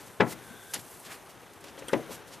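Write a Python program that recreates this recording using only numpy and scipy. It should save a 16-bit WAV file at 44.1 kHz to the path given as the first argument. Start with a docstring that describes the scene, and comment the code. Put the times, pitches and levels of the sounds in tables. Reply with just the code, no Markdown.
"""Two knocks and small bumps ring the hull of a canoe pushed off a grassy bank, heard from a microphone on the boat.
Half-sine blows drive damped hull modes; coloured bursts of grains make the scuffs and clicks of grass and twigs,
and the crack and rough tail of the knocks.
Filtered grains also rumble as the hull drags, rub the gunwale, and swell and fade as grass brushes the side.
Water gulps are rising damped tones, fittings ping as single modes, and filtered noise is the outdoor hiss."""
import sys
import numpy as np
from scipy import signal
from scipy.fft import rfft, irfft
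from scipy.io import wavfile
from scipy.ndimage import uniform_filter1d

SR = 44100
rng = np.random.default_rng(int(sys.argv[2]) if len(sys.argv) > 2 else 0)


def store_wav(level_fs):
    """Save 16-bit WAV to argv[1]."""
    pcm = np.round(np.clip(np.atleast_2d(level_fs), -1, 1) * 32767)
    wavfile.write(sys.argv[1], SR, pcm.T.astype(np.int16))


def field_ratio(decibels):
    """Amplitude ratio for a level in dB (20 dB per decade); scalars and array-likes work."""
    return 10 ** (np.asarray(decibels, dtype=float) / 20)


N = 105840
T = np.arange(N) / SR
HZ = np.maximum(np.fft.rfftfreq(N, 1 / SR), 1)


def curve(rows, x, log=False):
    """Straight lines through (x, y) rows, over log x if asked."""
    a = np.array(rows, float)
    if log:
        return np.interp(np.log(x), np.log(a[:, 0]), a[:, 1])
    return np.interp(x, a[:, 0], a[:, 1])


def colour(x, db):
    """Weights the spectrum by dB per bin."""
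    return irfft(rfft(x) * field_ratio(db), N)


def unit(x):
    """Scales to rms 1."""
    return x / np.sqrt(np.mean(x ** 2))


def walk(rate_hz):
    """Random levels drawn at rate_hz, joined by linear slews."""
    hold = int(SR / rate_hz)
    steps = np.repeat(rng.standard_normal(N // hold + 1), hold)
    return 1.4 * uniform_filter1d(steps, hold)[:N]


def grains(spread_db, grains_per_s=15000):
    """Dense random clicks of uneven size, rms 1."""
    hit = rng.random(N) < grains_per_s / SR
    size = field_ratio(spread_db * np.minimum(rng.exponential(size=N), 4))
    return unit(hit * rng.standard_normal(N) * size)


def mode(t, hz, t60_s, cycles):
    """One resonance builds up over some cycles and dies away exponentially."""
    decay = 1000. ** (-t / t60_s)
    swell = 1 - np.exp(-t * hz / cycles)
    return np.sin(2 * np.pi * hz * t) * decay * swell


def wide(mid, other, side_rows):
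    """Left and right from a mid and an unrelated, weaker side."""
    side = colour(other, curve(side_rows, HZ, log=True))
    return np.array([mid + side, mid - side])


# Hull path to the ports: (frequency [Hz], left over right [dB])
HULL_PATH = [(60, 11), (110, 13.0), (200, 11.5), (380, 8), (700, 2.5), (1290, 3), (4400, 2), (15000, 9)]


def via_hull(x):
    """The left port sits nearer the hull and takes more of its sound, above all the bass."""
    ratio = field_ratio(curve(HULL_PATH, HZ, log=True))
    return np.array([irfft(rfft(x) * 2 * g / (1 + ratio), N) for g in (ratio, 1)])


# Main hull modes: (frequency [Hz], t60 [s], level struck at spot 0 [dB], level at spot 1 [dB])
HULL_MODES = [(121.4, 0.29, -5, -8.5), (147.7, 0.24, -5, -12), (194, 0.12, 7, -4), (239.4, 0.24, 1, -2.5),
              (299, 0.15, 6, 3.5), (324.8, 0.39, -7.5, -5), (381.6, 0.15, -1.5, 1), (423.5, 0.11, 4, -10),
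              (453, 0.029, 15, 18.5), (494.5, 0.09, 5, 0), (537, 0.086, 4, 9.5), (608, 0.19, -12.5, -3.5),
              (737, 0.38, -13, -14.5), (833.5, 0.11, 0, -5), (893, 0.098, 0.5, -3), (993, 0.21, -4, -8),
              (1093, 0.34, -21, -38), (1290, 0.14, -2.5, -35), (1340, 0.19, -4, -23), (1640, 0.041, 8, -19),
              (760, 0.0087, 24.5, -2)]
# Extra initial swing while hull and bank still touch: (spot 0 [ratio], spot 1 [ratio])
THUD_SWING = [0.097, 0.14]


def hull_ring(t, spot):
    """Main modes of the hull, with extra swing at the start of each."""
    ring = np.zeros(len(t))
    for hz, t60_s, *spot_db in HULL_MODES:
        thud = 1 + THUD_SWING[spot] * np.exp(-t * hz / 1.5)  # decay constant 1.5 cycles
        ring += field_ratio(spot_db[spot]) * mode(t, hz, t60_s, cycles=0.93) * thud
    return ring


# Skin mode level before the spot offset: (frequency [Hz], level [dB])
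SKIN_LEVEL = [(500, -17.5), (1000, -19.5), (2000, -11.5), (3500, -11.5), (7000, -19), (14000, -38)]
# Skin level offset: (spot 0 [dB], spot 1 [dB])
SKIN_OFFSET = [-1, -2.5]
# Share of the ring time left: (spot 0 [ratio], spot 1 [ratio])
SKIN_RING_SHARE = [0.82, 0.57]


def skin_ring(t, spot):
    """Dense small skin modes ring shorter with frequency; the share in step adds to the crack."""
    in_step, detune = 0.21, 0.0089  # ratios
    t60_500hz_s = 0.26 * SKIN_RING_SHARE[spot]
    ring = np.zeros(len(t))
    grid_hz = 500 * (15000 / 500) ** np.linspace(0, 1, num=800)
    for hz, (swing, shift) in zip(grid_hz, rng.standard_normal((len(grid_hz), 2))):
        t60_s = t60_500hz_s * (500 / hz) ** 0.46
        n = min(len(t), int(t60_s * SR))
        level = field_ratio(curve(SKIN_LEVEL, hz, log=True) + SKIN_OFFSET[spot])
        tone = mode(t[:n], hz * (1 + detune * shift), t60_s, cycles=0.43)
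        ring[:n] += (swing + in_step) * level * tone
    return ring


# Blows, one list per spot: (time [s], impulse level [dB], contact [ms])
SPOT_BLOWS = [
    [(.2002, -39, 0.23), (.2028, -35, 0.51), (.2048, -25.5, 0.31), (.2655, -43.5, 0.48), (.318, -50, 0.45),
     (.752, -53, 0.65), (.785, -37, 7.4)],
    [(1.642, -56.5, 0.054), (1.778, -53, 0.14), (1.822, -52, 0.52), (1.883, -54, 0.17), (1.9275, -50, 0.08),
     (1.9322, -28.5, 0.29), (1.9375, -45, 1), (1.9455, -42, 1.15), (2.094, -48.5, 0.96), (2.106, -48, 0.64),
     (2.305, -59, 0.26)],
]


def knocks():
    """Half-sine pushes ring the hull's main modes and its dense skin modes."""
    t, out = T[:SR // 2], np.zeros(N)
    for spot, blows in enumerate(SPOT_BLOWS):
        ring = hull_ring(t, spot) + skin_ring(t, spot)
        push = np.zeros(N)
        for start_s, db, contact_ms in blows:
            pulse = np.sin(np.pi * np.clip((T - start_s) * 1000 / contact_ms, 0, 1))
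            push -= field_ratio(db) * pulse / pulse.sum()
        out += signal.fftconvolve(push, ring)[:N]
    return via_hull(out)


# Scuffs and clicks of grass and twigs, and the crack and rough tail of the knocks:
# (peak time [s], rise sigma [s], fall constant [s], level [dB], centre [Hz], sigma [octaves])
GRAIN_BURSTS = [(.015, 0.033, 0.04, -49.5, 6000, 4.8), (0.083, 0.014, 0.0027, -50, 6040, 3.7),
                (0.207, 0.002, 0.0088, -31.5, 3150, 0.72), (0.297, 0.022, 0.036, -43.5, 5900, 6.6),
                (0.331, 0.022, 0.0047, -40, 5650, 2.3), (0.738, 0.0011, 0.0042, -27.5, 6000, 1.8),
                (0.743, 0.0011, 0.0024, -26.5, 10650, 0.12), (.744, 0.0012, 0.0022, -29.5, 7400, 0.22),
                (0.753, 0.01, 0.015, -33.5, 2040, 1.67), (0.797, 0.0035, 0.0087, -42.5, 9100, 2.3),
                (1.001, 0.0035, 0.0077, -48, 9400, 0.32), (1.07, 0.018, 0.011, -45, 3300, 1.5),
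                (1.118, 0.024, 0.032, -49.5, 1450, 0.79), (1.128, 0.019, 0.031, -42, 3250, 9.6),
                (1.305, 0.01, 0.013, -49, 5000, 4), (1.536, .002, 0.0058, -51, 9000, 1.1),
                (1.612, 0.0044, 0.0071, -52.5, 10200, 0.95), (1.642, .001, 0.0054, -43, 5750, 5),
                (1.695, 0.038, 0.017, -52.5, 3480, 0.94), (1.778, 0.0018, 0.0032, -50.5, 2920, .2),
                (1.796, 0.0076, 0.0071, -46, 4870, 1.2), (1.824, 0.002, 0.005, -48, 2400, 0.35),
                (1.883, 0.0008, 0.0044, -38.5, 8640, 0.095), (1.884, .0012, 0.0091, -42.5, 3170, 0.15),
                (1.885, .0008, 0.0075, -38.5, 8000, 1.4), (1.896, 0.0038, 0.018, -42.5, 1490, 0.31),
                (1.9335, 0.0011, 0.0038, -30, 3440, 0.98), (1.991, 0.019, 0.024, -38.5, 404, 0.54),
                (2.128, 0.016, 0.03, -42.5, 6650, 6.2), (2.156, 0.03, 0.0076, -49.5, 7000, 7.3),
                (2.286, 0.011, 0.015, -50, 7300, 1.5), (2.34, 0.015, 0.019, -46.5, 3540, 1.24)]
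# Stereo width of bursts and brush: (frequency [Hz], side over mid [dB])
GRAIN_SIDE = [(1000, -15), (4000, -22), (6000, -13), (15000, -14)]


def scuffs_and_cracks():
    """Each burst of grains rises, falls and has its own bell-shaped spectrum."""
    spectra = [rfft(grains(spread_db=1.0)) for _ in range(2)]
    out = np.zeros((2, N))
    for peak_s, rise_s, fall_s, db, hz, octaves in GRAIN_BURSTS:
        rise = np.exp(-.5 * ((T - peak_s) / rise_s) ** 2)
        fall = np.exp(-np.abs(T - peak_s) / fall_s)
        env = field_ratio(db) * np.where(T < peak_s, rise, fall)
        bell = np.exp(-.5 * (np.log2(HZ / hz) / octaves) ** 2)
        out += env * np.array([unit(irfft(x * bell, N)) for x in spectra])
    return wide(out[0], out[1], GRAIN_SIDE)


# Hull dragging: (time [s], level [dB])
DRAG_LEVEL = [(0.0, -53), (0.25, -54.5), (0.39, -50), (0.67, -55.5), (0.79, -55.5), (1.59, -55.5),
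              (1.84, -50), (1.97, -46), (2.25, -53.5), (2.4, -52.5)]
# Drag spectrum: (frequency [Hz], relative density [dB per Hz])
DRAG_SPECTRUM = [(24, -55), (40, 8.5), (108, -4.5), (461, -3.5), (599, -10), (1320, -9), (1550, -7),
                 (1900, -10.5), (3690, -15), (5000, -22.5), (6500, -17), (11000, -120)]


def drag():
    """Uneven stick-slip grains rumble through the hull."""
    patchy = field_ratio(1.5 * walk(rate_hz=70))
    slips = grains(spread_db=0.8) * patchy
    rumble = unit(colour(slips, curve(DRAG_SPECTRUM, HZ, log=True)))
    return via_hull(rumble * field_ratio(curve(DRAG_LEVEL, T)))


# Sliding on the gunwale: (time [s], level [dB])
RUB_LEVEL = [(.41, -79), (.435, -62), (.6, -54), (.66, -59), (.72, -53)]
# Resonances it excites: (frequency [Hz], width [Hz], relative peak [dB per Hz])
RUB_MODES = [(1560, 90, 0), (3500, 450, -11)]


def rub():
    """Fine friction grains excite two narrow resonances."""
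    ring = sum(field_ratio(db) / (1 + (2 * (HZ - hz) / width_hz) ** 2) for hz, width_hz, db in RUB_MODES)
    friction = unit(irfft(rfft(grains(spread_db=1.0)) * ring, N))
    rubbing = (T > RUB_LEVEL[0][0]) * (T < RUB_LEVEL[-1][0])
    return via_hull(friction * field_ratio(curve(RUB_LEVEL, T)) * rubbing)


# Grass along the side: (time [s], level before flicker [dB])
BRUSH_LEVEL = [(0.0, -56.5), (0.29, -60.5), (0.58, -52), (0.75, -49.5), (0.94, -51.5), (1.28, -61),
               (1.58, -62.5), (1.96, -54), (2.4, -60.5)]
# Brush spectrum: (frequency [Hz], relative density [dB per Hz])
BRUSH_SPECTRUM = [(1470, -45), (2660, -14), (5530, -7.5), (9720, -1), (13500, -3), (15500, -19)]


def brush():
    """Grass brushing along the side, swelling and fading: coloured grains whose level flickers."""
    def rustle():
        fine = unit(colour(grains(spread_db=-1.5), curve(BRUSH_SPECTRUM, HZ, log=True)))
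        return fine * field_ratio(curve(BRUSH_LEVEL, T) + 1.2 * walk(rate_hz=25.7))
    return wide(rustle(), rustle(), GRAIN_SIDE)


# Water gulps: (time [s], start frequency [Hz], level [dB], t60 [s])
WATER_GULPS = [(.505, 200, -45, .14), (.54, 400, -47, .09)]


def gulps():
    """Damped tones glide upward exponentially."""
    rise_oct_per_s = 16.
    k = rise_oct_per_s * np.log(2)
    out = np.zeros(N)
    for start_s, hz, db, t60_s in WATER_GULPS:
        u = np.clip(T - start_s, 0, t60_s)
        tone = np.sin(2 * np.pi * hz * np.expm1(k * u) / k)
        decay = 1000. ** (-u / t60_s) * (u < t60_s)
        attack = np.minimum(u / 0.002, 1)
        out += field_ratio(db) * tone * decay * attack
    return via_hull(out)


# Small fittings: (time [s], frequency [Hz], level [dB], t60 [s])
FITTING_PINGS = [(.327, 2050, -38, .05), (1.894, 1550, -42, .09), (2.014, 2050, -46, .04),
                 (2.18, 1570, -46, .06)]


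def pings():
    """Small fittings ring as single short modes."""
    out = np.zeros(N)
    for start_s, hz, db, t60_s in FITTING_PINGS:
        out += field_ratio(db) * mode(np.maximum(T - start_s, 0), hz, t60_s, cycles=0.67)
    return via_hull(out)


# Outdoor hiss spectrum: (frequency [Hz], relative density [dB per Hz])
AIR_SPECTRUM = [(15, -56), (25, -4), (232, -14), (346, -6.5), (385, -3), (451, -5.5), (830, -3.5),
                (1240, -7.5), (14200, -31)]
# Hiss stereo width: (frequency [Hz], side over mid [dB])
AIR_WIDTH = [(25, -4), (130, -8), (300, -46), (700, -14.5), (2000, -22), (4000, -20), (7000, -3.5),
             (15000, -17)]


def air():
    """Steady outdoor hiss: filtered noise, mostly common to both ports."""
    def hiss():
        noise = rng.standard_normal(N)
        return field_ratio(-55) * unit(colour(noise, curve(AIR_SPECTRUM, HZ, log=True)))
    return wide(hiss(), hiss(), AIR_WIDTH)


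def scene():
    """Sums all sources."""
    return knocks() + scuffs_and_cracks() + drag() + rub() + brush() + gulps() + pings() + air()


def roll_off(x):
    """The treble ends steeply here."""
    return signal.sosfilt(signal.butter(12, 15630, fs=SR, output="sos"), x)


# Microphone response: (frequency [Hz], gain [dB])
MIC_RESPONSE = [(20, -30), (50, -15.5), (100, 2), (150, 3.5), (11000, -2.5), (13500, -3.5), (14400, -7),
                (15000, -23), (15700, -45)]


def record(dry):
    """The microphone loses the deep bass and the top."""
    response_db = curve(MIC_RESPONSE, HZ, log=True)
    heard = np.array([colour(x, response_db) for x in dry])
    return roll_off(heard)


dry = scene()
out = record(dry)
store_wav(out)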